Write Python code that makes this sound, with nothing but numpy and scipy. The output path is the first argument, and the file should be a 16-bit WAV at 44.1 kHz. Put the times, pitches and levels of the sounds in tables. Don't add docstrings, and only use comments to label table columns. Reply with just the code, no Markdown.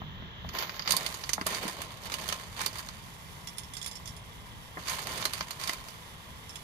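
import sys
import numpy as np
from scipy import signal
from scipy.fft import rfft, irfft, next_fast_len
from scipy.io import wavfile

SR = 44100
rng = np.random.default_rng(int(sys.argv[2]) if len(sys.argv) > 2 else 0)


def wrap_up_sound(samples):
    columns = np.atleast_2d(samples).T
    tamed = np.clip(columns, -1, 1)
    steps = np.round(tamed * 32767).astype(np.int16)
    wavfile.write(sys.argv[1], SR, steps)


N = 292383
TIME = np.arange(N) / SR
RING_SAMPLES = 8192

# (frequency [Hz], width [Hz], lift [dB])
WOK_MODES = [(180.4, 34, 13), (402, 21, 4.5), (636, 100, 7), (1051, 33, 7.5), (1230, 200, 0.5),
             (2110, 220, 2.5), (2360, 23, 6), (3010, 310, 5.5), (3694, 25, 10), (4200, 34, 5),
             (4540, 380, 6), (4840, 144, 5.5), (6280, 280, 5.5), (6680, 400, 4.5), (9040, 62, 2),
             (9220, 700, 7.5), (12120, 2300, 7.5)]
# (start [s], length [s], relative rustle [dB], grinding [dB])
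PUSHES = [(0.551, 0.082, -34, -37), (0.665, 0.04, -40, -43), (0.876, 0.18, -37, -40),
          (1.48, 0.077, -38, -39), (1.63, 0.049, -39, -38.5), (1.786, 0.022, -43.5, -41.5),
          (2.037, 0.2, -43.5, -45.5), (2.22, 0.11, -39, -44.5), (2.58, 0.091, -41, -45),
          (2.751, 0.043, -43.5, -50), (4.802, 0.048, -47.5, -54), (4.874, 0.16, -39.5, -44),
          (5.059, 0.18, -38, -41.5), (5.334, 0.1, -43, -55), (5.603, 0.14, -43, -48)]


def from_db(db):
    return 10 ** (np.asarray(db) / 20)


def rms_one(x):
    return x / np.sqrt(np.mean(x ** 2) + 1e-20)


def level(rows):
    return from_db(np.interp(TIME, *np.transpose(rows)))


def drift(turns_per_s):
    knots = rng.standard_normal(2048)
    return np.interp(TIME * turns_per_s, np.arange(len(knots)), knots)


def colour(x, points, modes=()):
    size = next_fast_len(x.shape[-1] // 2 + 1024, True) * 2
    f = np.arange(size // 2 + 1) * SR / size
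    hz, db = np.transpose(points)
    curve_db = np.interp(np.log(f + 1), np.log(hz), db)
    for centre, width, lift in modes:
        curve_db += lift / (1 + (2 * (f - centre) / width) ** 2)
    cepstrum = irfft(np.log(from_db(curve_db)))
    cepstrum[1:size // 2] *= 2
    cepstrum[size // 2 + 1:] = 0
    return irfft(rfft(x, size) * np.exp(rfft(cepstrum)), size)[..., :x.shape[-1]]


def pair(size, alike, bass_alike=0.81):
    fft_size = next_fast_len(size, True)
    f = np.arange(fft_size // 2 + 1) * SR / fft_size
    likeness = np.clip(np.interp(f, [1200, 2400], [bass_alike, alike]), 0, 1)
    shared, *own = rfft(rng.standard_normal((3, fft_size)))
    spectra = np.sqrt(likeness) * shared + np.sqrt(1 - likeness) * np.array(own)
    return irfft(spectra, fft_size)[:, :size]


def contact(crack_t60, tail_t60, tail_db, alike, rise_s=0.00029):
    t = TIME[:RING_SAMPLES]
    crack = pair(RING_SAMPLES, alike) * np.exp(-np.log(1000) * t / crack_t60)
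    tail = pair(RING_SAMPLES, alike / 2) * np.exp(-np.log(1000) * t / tail_t60)
    return (crack + from_db(tail_db) * tail) * (1 - np.exp(-t / rise_s))


def add(out, start_s, sound):
    start = max(round(start_s * SR), 0)
    out[:, start:start + sound.shape[1]] += sound[:, :max(N - start, 0)]


def grains(per_s, spread_db, crack_t60, tail_db, ring_db=-1.5, count=10):
    born = rng.random(N) < per_s * from_db(1.8 * drift(35)) / SR
    strength = from_db(spread_db * np.minimum(rng.exponential(1, N), 3.5))
    clicks = born * strength * rng.choice([-1, 1], N)
    dealt = rng.integers(0, count, N)
    out = np.zeros((2, N))
    for k, hz in enumerate(np.geomspace(1500, 8000, count)):
        tick = contact(crack_t60, tail_t60=0.12, tail_db=tail_db, alike=0.29)
        body = colour(tick, [(hz, 0)], [(hz, hz / 5, ring_db)])
        out += signal.oaconvolve([clicks * (dealt == k)], body, axes=1)[:, :N]
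    return rms_one(out)


def struck_at_random(modes, spot_db):
    return [(hz, width, lift + spot_db * rng.standard_normal()) for hz, width, lift in modes]


def push(start, length, attack_s=0.045, sag_db_per_s=8.5):
    release_db_per_s, settle_db, settle_db_per_s = 235, -5, 36
    t = TIME - start
    after = np.maximum(t - length, 0)
    rise = np.clip(1 + t / attack_s, 0, 1) ** 2
    fall_db = np.maximum(-release_db_per_s * after, settle_db - settle_db_per_s * after)
    return rise * from_db(fall_db - sag_db_per_s * np.clip(t, 0, length))


def fire(gain_db=4.0, flutter_db=1.8):
    # (time [s], relative level [dB])
    blaze = [(0, -40), (0.35, -51.5), (0.47, -42), (0.58, -53), (4.4, -53.5), (6.63, -55.5)]
    # (frequency [Hz], gain [dB])
    fire_colour = [(15, -30), (30, -11.5), (55, -2.5), (100, -2.5), (170, -4), (250, -14), (350, -28),
                   (1000, -44)]
    rumble = rms_one(colour(pair(N, alike=0.75, bass_alike=0.75), fire_colour))
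    return level(blaze) * from_db(gain_db + flutter_db * drift(20)) * rumble


def sizzle():
    # (time [s], level [dB])
    sizzling = [(0, -90), (0.45, -56), (0.6, -41), (1.9, -58), (3.1, -51), (4.5, -53.5), (5.95, -51.5),
                (6.25, -52.5), (6.63, -51)]
    # (frequency [Hz], gain [dB])
    sizzle_colour = [(300, -23), (1500, 1), (3400, 0.5), (5500, 2.5), (8000, -3), (10500, 0), (12500, -1),
                     (15000, -9.5)]
    bursts = grains(per_s=5000, spread_db=6.0, crack_t60=0.0025, tail_db=-19.5)
    hiss = colour(bursts, sizzle_colour, modes=[(9600, 190, 5.9), (4570, 190, 4.8)])
    return level(sizzling) * rms_one(hiss)


def simmer():
    # (time [s], relative level [dB])
    simmering = [(0, -46.5), (0.48, -44.5), (0.7, -56.5), (6.63, -53)]
    # (frequency [Hz], gain [dB])
    simmer_colour = [(200, -21.5), (450, 3.5), (750, -13), (1400, -4.5), (1720, 1.5), (2400, -7.5),
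                     (3100, 8), (3600, 6), (4400, -8.5), (7000, -18.5), (14000, -69)]
    return level(simmering) * rms_one(colour(pair(N, alike=0.78), simmer_colour))


def yard_air(gain_db=-54.5):
    # (frequency [Hz], gain [dB])
    air_colour = [(100, 3.5), (350, 2.5), (650, 7), (770, 2.5), (1000, 7), (1300, -4), (1750, -5),
                  (2500, 1.5), (3500, 0.5), (4500, -7.5), (7000, -5), (15000, -43)]
    noise = pair(N, alike=0.47, bass_alike=0.5)
    hiss = colour(noise, air_colour, modes=[(1140, 86, 4.1), (2025, 240, 8.3)])
    return from_db(gain_db) * rms_one(hiss)


def bumps_and_knocks(focus_db=6.0, ringing=1.18):
    # (time [s], peak level [dB], favoured pitch [Hz])
    thuds = [(0.017, -27, 1150), (0.222, -29.5, 150), (0.4461, -30, 975), (0.9369, -20.5, 1020),
             (1.379, -24, 1060), (1.413, -25, 311), (1.464, -25, 593), (1.637, -29, 633), (1.653, -24, 300),
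             (1.666, -27.5, 620), (4.77, -26, 2040), (4.777, -29.5, 920), (5.101, -33, 1200),
             (5.256, -26, 1230), (5.406, -33, 1400)]
    # (frequency [Hz], gain [dB])
    thud_colour = [(40, -2), (150, -2.5), (300, 6.5), (600, 1), (1200, 0.5), (2000, 3.5), (4000, -58),
                   (12000, -86)]
    modes = [(hz, width, ringing * lift) for hz, width, lift in WOK_MODES]
    out = np.zeros((2, N))
    for start, db, hz in thuds:
        focus = [(hz / 2, 0), (hz, focus_db), (hz * 2, -3), (hz * 5, -14)]
        burst = contact(crack_t60=0.026, tail_t60=0.16, tail_db=-16, alike=0.34)
        thud = colour(colour(burst, focus), thud_colour, modes)
        add(out, start, from_db(db) * thud / np.abs(thud).max())
    return colour(out, [(10, -20), (40, 0)])


def clacks(ring_db=7.5, ring_width_hz=450):
    # (time [s], relative level [dB], body [dB], top [dB], ring of ladle or shell [Hz])
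    blows = [(0.4897, -24, 5.5, -0.5, 4240), (0.5867, -13.5, 0, 5, 4870), (0.6239, -23, 15, 10, 4630),
             (0.694, -22, 4.5, -9, 2460), (0.7939, -18, 6, -10, 4800), (0.8214, -23, -4, -18, 4870),
             (0.8584, -24, 6, -14, 4840), (0.8754, -9, 2.5, -6, 4870), (0.907, -10.5, -4, 1.5, 4540),
             (0.9206, -10.5, -5, 2.5, 4560), (0.966, -15, -24, 7.5, 4540), (1.0635, -18, -0.5, -0.5, 4180),
             (1.142, -24, 2, 1.5, 6600), (1.2373, -23, 5.5, -17, 4540), (1.2922, -16.5, 5, -1, 6100),
             (1.333, -13.5, -3, 3.5, 6150), (1.412, -26.5, 15.5, -5, 2720), (1.4658, -19.5, 10, 10.5, 1680),
             (1.547, -21.5, -9, -2.5, 4450), (1.679, -23, 6, 0, 2840), (1.8173, -25, 6, 4.5, 2650),
             (2.1201, -22, 7, -7, 3960), (2.1402, -17, 0.5, -1.5, 2820), (2.288, -18.5, -3, 2, 3250),
             (2.3243, -17, 5, -3, 2880), (2.6144, -21, 9, 3.5, 1680), (2.6613, -14, 1, 3, 4730),
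             (2.7839, -28.5, -12, 6.5, 4700), (2.887, -28, 6, -6, 4470), (4.8832, -23, -2, 1, 4570),
             (4.8961, -22, -6, 5, 6440), (5.176, -26.5, 3, 5, 4110), (5.2247, -21.5, 5.5, -17, 3000),
             (5.2531, -12, 4, -0.5, 4160), (5.3344, -20, 3.5, 3, 4540), (5.4078, -18.5, 7.5, -29, 2070),
             (5.5073, -22, 1.5, 2, 4200), (5.6371, -22.5, 1, 1.5, 4550), (5.675, -17.5, 4, 0, 4570),
             (5.6937, -16, 6, -2.5, 2000), (5.733, -27, 8, 4, 2410), (5.8846, -33.5, 7, 3, 4570)]
    # (delay [s], gain [dB])
    parts = [(-0.0035, -28), (0, -1.5), (0.0045, -11.5)]
    # (frequency [Hz], gain [dB])
    clack_colour = [(80, -20.5), (300, -12), (700, -10.5), (1300, -1), (2500, -0.5), (5000, 3.5),
                    (7800, -2), (12500, -8.5), (15000, -14)]
    out = np.zeros((2, N))
    for start, db, body_db, top_db, ring_hz in blows:
        tilt = [(1400, body_db), (3000, 0), (6000, 0), (9000, top_db)]
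        modes = struck_at_random(WOK_MODES, spot_db=0.91) + [(ring_hz, ring_width_hz, ring_db)]
        for delay, part_db in parts:
            burst = contact(crack_t60=0.019, tail_t60=0.09, tail_db=-11.5, alike=0.49)
            add(out, start + delay, from_db(db + part_db) * colour(burst, tilt, modes))
    return colour(out, clack_colour)


def stirring(rustle_db=3.5, clicks_db=-38.5, clicks_follow=0.9):
    # (frequency [Hz], gain [dB])
    rustle_colour = [(200, -46), (900, 4), (2000, 6.5), (4000, 3), (7500, -1), (12500, -10), (15000, -10.5)]
    grind_colour = [(60, -28), (200, -1), (420, 8.5), (800, 2.5), (1200, 0), (2000, -3.5), (4000, 3.5),
                    (12000, -63)]
    loose_colour = [(200, -20), (700, -6.5), (1300, 5), (2500, -4), (5000, 4.5), (8000, -2), (13000, -3),
                    (15000, -12)]
    rubs = grains(per_s=380, spread_db=4.2, crack_t60=0.017, tail_db=-9)
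    scrapes = grains(per_s=1400, spread_db=2.8, crack_t60=0.035, tail_db=-7)
    ticks = grains(per_s=45, spread_db=0.78, crack_t60=0.012, tail_db=-12.5, ring_db=6.5)
    rustle = rms_one(colour(rubs, rustle_colour, WOK_MODES))
    grind = rms_one(colour(scrapes, grind_colour, WOK_MODES))
    clicks = rms_one(colour(ticks, loose_colour, WOK_MODES))
    tumbling = pressing = np.zeros(N)
    for start, length, tumble_db, press_db in PUSHES:
        effort = push(start, length)
        tumbling = np.maximum(tumbling, from_db(tumble_db) * effort)
        pressing = np.maximum(pressing, from_db(press_db) * effort)
    loose = from_db(clicks_db) * (tumbling / tumbling.max()) ** clicks_follow
    return from_db(rustle_db) * tumbling * rustle + pressing * grind + loose * clicks


def skid(skid_db=-36.5, sing_hz=13300, width_hz=1000, sing_db=15.0):
    start, length = PUSHES[0][:2]
    slips = grains(per_s=900, spread_db=2.9, crack_t60=0.0067, tail_db=-26)
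    singing = colour(slips, [(500, -20), (3000, 6)], [(sing_hz, width_hz, sing_db)])
    return from_db(skid_db) * push(start, length) ** 2 * rms_one(singing)


def plate(shell_db=7.0, shell_width_hz=800, hop_s=(0.007, 0.018), hop_loss_db=8):
    # (time [s], relative level [dB], the shell's own ring [Hz])
    drops = [(3.4726, -23.5, 5800), (3.5724, -35, 9800), (3.5827, -22.5, 9800), (3.634, -35.5, 5600),
             (3.736, -26.5, 3500), (3.768, -24, 4970), (3.8147, -29, 3300), (3.8273, -27, 8940),
             (3.8446, -28.5, 5500), (3.8612, -20, 9700), (3.8739, -27.5, 4960), (3.9126, -29, 5110),
             (3.954, -28, 5000), (4.057, -30.5, 6220), (4.075, -26, 5700), (4.165, -34.5, 9400),
             (6.4935, -31.5, 5500), (6.5567, -26.5, 3000)]
    # (frequency [Hz], width [Hz], lift [dB])
    plate_modes = [(2034, 62, 11.7), (3380, 190, 14), (3620, 33, 7.5), (4500, 64, 7), (5100, 160, 11.3),
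                   (5494, 104, 15), (6500, 430, 10), (7090, 240, 9.3), (7320, 110, 17), (9040, 130, 20),
                   (9500, 170, 13), (9770, 210, 15), (10400, 90, 8.3), (12700, 400, 7)]
    # (frequency [Hz], gain [dB])
    plate_colour = [(200, -14), (1000, -8), (2500, -1), (5000, 0.5), (8000, -6.5), (12000, -6),
                    (15000, -13)]
    out = np.zeros((2, N))
    for start, db, shell_hz in drops:
        shell_mode = (shell_hz, shell_width_hz, shell_db)
        for delay, loss_db in ((0, 0), (rng.uniform(*hop_s), hop_loss_db)):
            modes = struck_at_random(plate_modes, spot_db=2.0) + [shell_mode]
            landing = contact(crack_t60=0.01, tail_t60=0.1, tail_db=-12, alike=0.45)
            clink = colour(landing, [(shell_hz, 0)], modes)
            add(out, start + delay, from_db(db - loss_db) * clink)
    return colour(out, plate_colour)


def farther(left):
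    # (frequency [Hz], delay [s])
    left_lag = [(750, -0.00003), (1200, 0.00015), (1700, 0.00024), (2500, 0.00038), (6000, 0.00046),
                (16000, 0.00049)]
    size = next_fast_len(N + RING_SAMPLES, True)
    f = np.arange(size // 2 + 1) * SR / size
    lag_s = np.interp(f, *np.transpose(left_lag))
    return irfft(rfft(left, size) * np.exp(-2j * np.pi * f * lag_s), size)[:N]


def scene(left_lift_db=4.5):
    foreground = clacks() + bumps_and_knocks() + stirring() + skid() + plate()
    lean_left = from_db([[left_lift_db], [0]])
    background = fire() + sizzle() + lean_left * (simmer() + yard_air())
    left, right = foreground + background
    return np.array([farther(left), right])


def record(dry, opens_s=(0.878, 0.895), cutoff_hz=15500):
    # (frequency [Hz], gain [dB])
    left_colour = [(50, 0.5), (350, -1), (600, -5), (850, 3), (1170, 4), (1800, 0.5), (2700, -7.5),
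                   (3700, -15), (4400, -17.5), (5200, -15.5), (6400, -22), (8800, -41.5), (9600, -45),
                   (10300, -34), (11800, -24.5), (15000, -8.5)]
    hollow_colour = [(3500, -3), (6800, -6.5), (7600, -17), (8500, -23), (9700, -32), (10400, -11),
                     (11800, -10), (13500, -1), (15000, 0)]
    heard = np.array([colour(dry[0], left_colour), dry[1]])
    opened = np.interp(TIME, opens_s, [0, 1])
    heard = opened * heard + (1 - opened) * colour(heard, hollow_colour)
    top_cut = signal.ellip(10, 0.2, 70, cutoff_hz, fs=SR, output="sos")
    return signal.sosfilt(top_cut, heard)


dry = scene()
out = record(dry)
wrap_up_sound(out)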